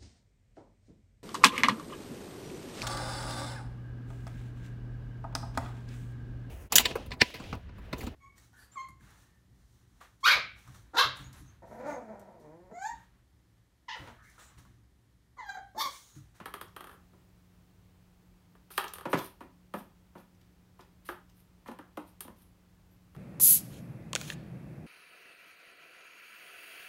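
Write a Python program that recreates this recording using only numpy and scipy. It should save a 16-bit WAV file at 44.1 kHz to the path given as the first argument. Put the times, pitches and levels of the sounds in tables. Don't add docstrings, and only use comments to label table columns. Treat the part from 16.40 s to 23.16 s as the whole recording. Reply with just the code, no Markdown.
import sys
import numpy as np
from scipy import signal
from scipy.fft import rfft, irfft
from scipy.io import wavfile

SR = 44100
rng = np.random.default_rng(int(sys.argv[2]) if len(sys.argv) > 2 else 0)


def to_wav(s):
    ch = np.atleast_2d(s).T
    pcm = np.round(np.clip(ch, -1, 1) * 32767)
    wavfile.write(sys.argv[1], SR, pcm.astype(np.int16))


N = 298322
TIME = np.arange(N) / SR
HIT_TIME = TIME[:SR // 10]

# (low edge f/Hz, high edge f/Hz)
BOOM, THUD, KNOCK = (80, 170), (170, 750), (680, 1750)
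CRACK, SNAP, TICK = (1750, 7500), (3600, 6500), (8500, 15500)


def undb(db):
    return 10 ** (np.asarray(db) / 20)


def level(x, db):
    return x * undb(db) / np.sqrt(np.mean(x ** 2))


def band(x, edges, order=3):
    sos = signal.butter(order, np.minimum(edges, SR / 2 - 1), "band", fs=SR, output="sos")
    return signal.sosfilt(sos, x)


def ring(x, modes):
    total = 0
    for k, (hz, width, db) in enumerate(modes):
        b, a = signal.iirpeak(hz, hz / width, SR)
        total = total + (-1) ** k * undb(db) * signal.lfilter(b, a, x)
    return total


def noise(points):
    hz, db = np.transpose(points)
    log_hz = np.log(np.arange(N // 2 + 1) * SR / N + 1)
    gain = undb(np.interp(log_hz, np.log(hz), db))
    return irfft(rfft(rng.standard_normal(N)) * gain, N)


def walk(rate):
    return np.interp(TIME * rate, np.arange(N // 10), rng.standard_normal(N // 10))


def add(out, s, x):
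    start = max(int(s * SR), 0)
    out[start:start + len(x)] += x[:N - start]


def contact(length, first_db):
    count = len(HIT_TIME)
    chatter = rng.standard_normal(count) * np.exp(-HIT_TIME / max(length, 1 / SR))
    chatter /= np.linalg.norm(chatter)
    chatter[0] += undb(first_db)
    spectrum = rfft(chatter, 2 * count)
    return irfft(spectrum / np.abs(spectrum) ** (3 / 4))[:count]


def part(x, edges, db):
    y = band(x, edges)
    return y * undb(db) / np.sqrt(np.sum(y ** 2) / (.02 * SR))


def hallway(x, wet_db):
    t = TIME[:SR // 2]
    build_s = 0.0019
    scatter = rng.standard_normal(len(t))
    response = np.zeros(len(t))
    # (edges f/Hz, time to fall 60 dB t/s, level/dB)
    ranges = (((60, 700), 0.3, 0), ((700, 4500), 0.31, 0), ((4500, 17000), 0.23, -2.0))
    for edges, t60, db in ranges:
        tail = scatter * np.exp(-np.log(1000) * t / t60) * (1 - np.exp(-(t / build_s) ** 2))
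        response += undb(wet_db + db) * band(tail / np.linalg.norm(tail), edges)
    response[0] += 1
    return signal.fftconvolve(x, response)


def room_tone():
    # (f/Hz, level per Hz/dB)
    air_spectrum = [(15, -50.5), (25, -7), (70, -3), (105, -3.5), (148, -10), (184, -11), (211, -14),
                    (241, -16), (392, -20), (425, -21), (691, -25.5), (749, -24), (1510, -29),
                    (10300, -40.5), (12100, -39.5), (15800, -40)]
    # (f/Hz, level/dB)
    hum_partials = [(59.6, -81), (179.4, -66.5), (299, -81.5), (358.8, -87)]
    air = level(noise(air_spectrum), -61.92) * undb(0.77 * walk(0.37))
    hum = np.zeros(N)
    for hz, db in hum_partials:
        phase = 2 * np.pi * hz * TIME + 0.53 * walk(4.0)
        hum += level(np.sin(phase), db)
    return air + hum


def blows(rows, boom_db, crack_db, tick_db, swing_s, spot_db):
    # (f/Hz, width/Hz, level/dB)
    board_modes = [(114, 120, -9), (166.5, 90, 1.5), (217, 70, 3.5), (292, 71, 1.5), (362, 47, 2),
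                   (542, 102, -0.5), (746, 59, -2.5), (828, 55, 0), (986, 110, 3.5), (1236, 160, -0.5),
                   (1453, 120, -3.5), (1725, 140, -6), (2050, 300, -11), (2410, 180, -9.5),
                   (2830, 650, -15), (4054, 1600, -21), (5450, 2500, -25), (12100, 6000, -29.5)]
    soft_pad = .2
    out = np.zeros(N)
    for s, db, thud_db, length, spot_hz in rows:
        gain = undb(db)
        knock = part(ring(contact(length, first_db=-2.5), board_modes), KNOCK, 0)
        slide = ring(contact(1.7 * length, first_db=-23.0), board_modes)
        scuff = part(slide, CRACK, crack_db) + part(slide, TICK, tick_db)
        scuff = undb(-soft_pad * thud_db) * scuff
        add(out, s, gain * hallway(knock + scuff, wet_db=-2.5))

        floor = ring(contact(length, first_db=-3.5), board_modes)
        floor = part(floor, BOOM, boom_db) + part(floor, THUD, thud_db - 2.5)
        add(out, s + swing_s / 2, gain * hallway(floor, wet_db=-4.0))

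        spot = ring(contact(length, first_db=7), [(spot_hz, 26, 0)])
        spot = part(spot, THUD, thud_db + spot_db)
        add(out, s + swing_s, gain * hallway(spot, wet_db=-1.0))
    return out


def paws():
    # (t/s, knock level/dB, basic thud over knock/dB, basic chatter decay/s, low mode of the spot f/Hz)
    landing_rows = [(0.0, -49.5, -0.5, 0.0095, 360), (2.6535, -40, 7, 0.0067, 368),
                    (2.7296, -27.5, 3, 0.0073, 384.6)]
    # (t/s, knock level/dB, basic thud over knock/dB, basic chatter decay/s, low mode of the spot f/Hz)
    pat_rows = [(0.7318, -68.5, 4.5, 0.013, 352), (3.006, -51, 2.5, 0.011, 264),
                (3.338, -42, 5, 0.0065, 215), (3.752, -55, 6, 0.025, 202), (4.391, -56.5, -2, 0.015, 363),
                (4.688, -46.5, 0, 0.0055, 357), (5.259, -53, -8, 0.035, 257),
                (5.283, -52, 9.5, 0.0058, 228), (5.3148, -53, -3.5, 0.0024, 360),
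                (5.3877, -54, 2, 0.0014, 303), (5.572, -44, 3, 0.0027, 305), (5.8476, -62, 7, 0.0016, 246),
                (5.879, -55.5, 4.5, 0.0016, 210)]
    landings = blows(landing_rows, boom_db=-6.5, crack_db=-7, tick_db=-25.5, swing_s=0.0019, spot_db=-10)
    pats = blows(pat_rows, boom_db=-21.5, crack_db=-8, tick_db=-19.5, swing_s=0.00378, spot_db=-3.5)
    return landings + pats


def bounces(count=8):
    drop_s, drop_db, first_gap_s = .3635, -45.5, .043
    restitution, loss_db = .815, 2.5
    k = np.arange(count)
    gaps = first_gap_s * restitution ** k
    times = drop_s + np.cumsum(gaps) - gaps
    return list(zip(times, drop_db - loss_db * k, np.zeros(count)))


def taps():
    # (t/s, knock level/dB, hardness of the contact/dB)
    tap_rows = [(0.0573, -42, 0), (0.139, -41, 1), (0.212, -44, 3.5), (2.1513, -63.5, -5.5),
                (2.304, -55.5, 4), (2.378, -29, 4), (2.4414, -40.5, 0.5), (2.5356, -52, 18),
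                (2.556, -52, 4), (2.5833, -49, 3), (2.6089, -49.5, -1), (3.338, -46.5, -6),
                (4.6883, -38.5, -11.5), (5.388, -52.5, -8.5), (5.571, -57, 5), (5.8063, -52, 19.5),
                (6.7485, -58.5, -3)]
    # (f/Hz, width/Hz, level/dB)
    toy_modes = [(389, 110, -2), (807, 63, -1.5), (908, 110, -2.5), (1220, 146, 3.5), (1455, 335, -2.5),
                 (1730, 274, -2), (2170, 380, -8.5), (2730, 530, -8.5), (3243, 230, -5), (3700, 420, -12),
                 (4540, 900, -17), (6160, 1500, -24.5)]
    out = np.zeros(N)
    for s, db, hardness_db in list(tap_rows) + bounces():
        force_db = db + 45
        thud_db = -8 - 0.22 * force_db
        crack_db = -9.5 + 0.12 * force_db + 0.45 * hardness_db
        tick_db = -15 - 0.081 * force_db + hardness_db
        length = .0038 * undb(-.3 * (force_db + hardness_db))
        body = ring(contact(length, first_db=-1), toy_modes)
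        clack = part(body, THUD, thud_db) + part(body, KNOCK, 0) + part(body, CRACK, crack_db)
        scrape = contact(1.5 * length, first_db=-18.5)
        tick = part(scrape, TICK, tick_db) + part(scrape, SNAP, tick_db - 12)
        add(out, s, hallway(undb(db) * (clack + tick), wet_db=-2.0))
    return out


def sweeps():
    # (start t/s, swell/s, start to release/s, hiss level/dB)
    sweep_rows = [(2.303, .01, .085, -57.5), (2.685, 0.0244, 0.033, -58), (2.768, .012, 0.096, -56),
                  (3.34, .035, 0.05, -60.5), (3.77, .02, 0.03, -70.5), (4.644, 0.037, 0.06, -57),
                  (4.937, 0.036, 0.067, -73.5), (5.646, .035, .045, -72), (5.946, 0.041, 0.077, -73)]
    # (peak t/s, hiss level/dB)
    snag_rows = [(0.283, -70), (2.482, -52.5), (2.776, -50.5), (2.791, -49.5), (3.785, -72), (3.95, -76.5),
                 (4.016, -73.5), (4.409, -67.5), (4.899, -73), (5.281, -63)]
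    release_s, snag_rise_s, snag_fall_s = 0.018, 0.0041, 0.0048
    rasp_db, rip_db = -3, 8.5

    grain_db = 3.7 * walk(900) + 1.8 * walk(90)
    fibres = rng.standard_normal(N) * undb(grain_db)
    hiss = level(band(fibres, (8600, 15000), order=2), 0)
    rasp = level(band(fibres, (1100, 6200), order=2), 0)
    rip = level(band(fibres, (1900, 7400), order=2), 0)

    fur = np.zeros(N)
    for s, swell, length, db in sweep_rows:
        rise = np.clip((TIME - s) / swell, 0, 1)
        fall = np.exp(-np.maximum(TIME - s - length, 0) / release_s)
        fur += undb(db) * rise * fall
    claws = np.zeros(N)
    for s, db in snag_rows:
        distance = np.maximum((s - TIME) / snag_rise_s, (TIME - s) / snag_fall_s)
        claws += undb(db) * np.exp(-distance)
    return fur * (hiss + undb(rasp_db) * rasp) + claws * (hiss + undb(rip_db) * rip)


def squeaks():
    # (peak t/s, centre f/Hz, time from peak to 1/e /s, level/dB)
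    squeak_rows = [(6.067, 11030, .03, -82), (6.53, 11860, 0.023, -79)]
    out = np.zeros(N)
    for s, hz, length, db in squeak_rows:
        whistle = band(rng.standard_normal(N), (hz - 170, hz + 170), order=2)
        out += level(whistle, db) * np.exp(-((TIME - s) / length) ** 2)
    return out


def port(x):
    # (f/Hz, width/Hz, gain at the centre/dB)
    port_peaks = [(9020, 110, 11.5), (9370, 100, -35), (9750, 300, 3.5), (7400, 3700, -2.5),
                  (12270, 2700, 5), (15400, 3000, -5.5)]
    for hz, width, db in port_peaks:
        x = x + (undb(db) - 1) * ring(x, [(hz, width, 0)])
    return x


def scene():
    mat = hallway(sweeps() + squeaks(), wet_db=-1.5)[:N]
    cat = paws() + taps() + mat
    return (port(cat) + room_tone())[None]


def record(dry):
    lean = band(dry, (34, 20000), order=6)
    top_cut = signal.ellip(8, .2, 70, 15800, fs=SR, output="sos")
    return signal.sosfilt(top_cut, lean)


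dry = scene()
out = record(dry)
to_wav(out)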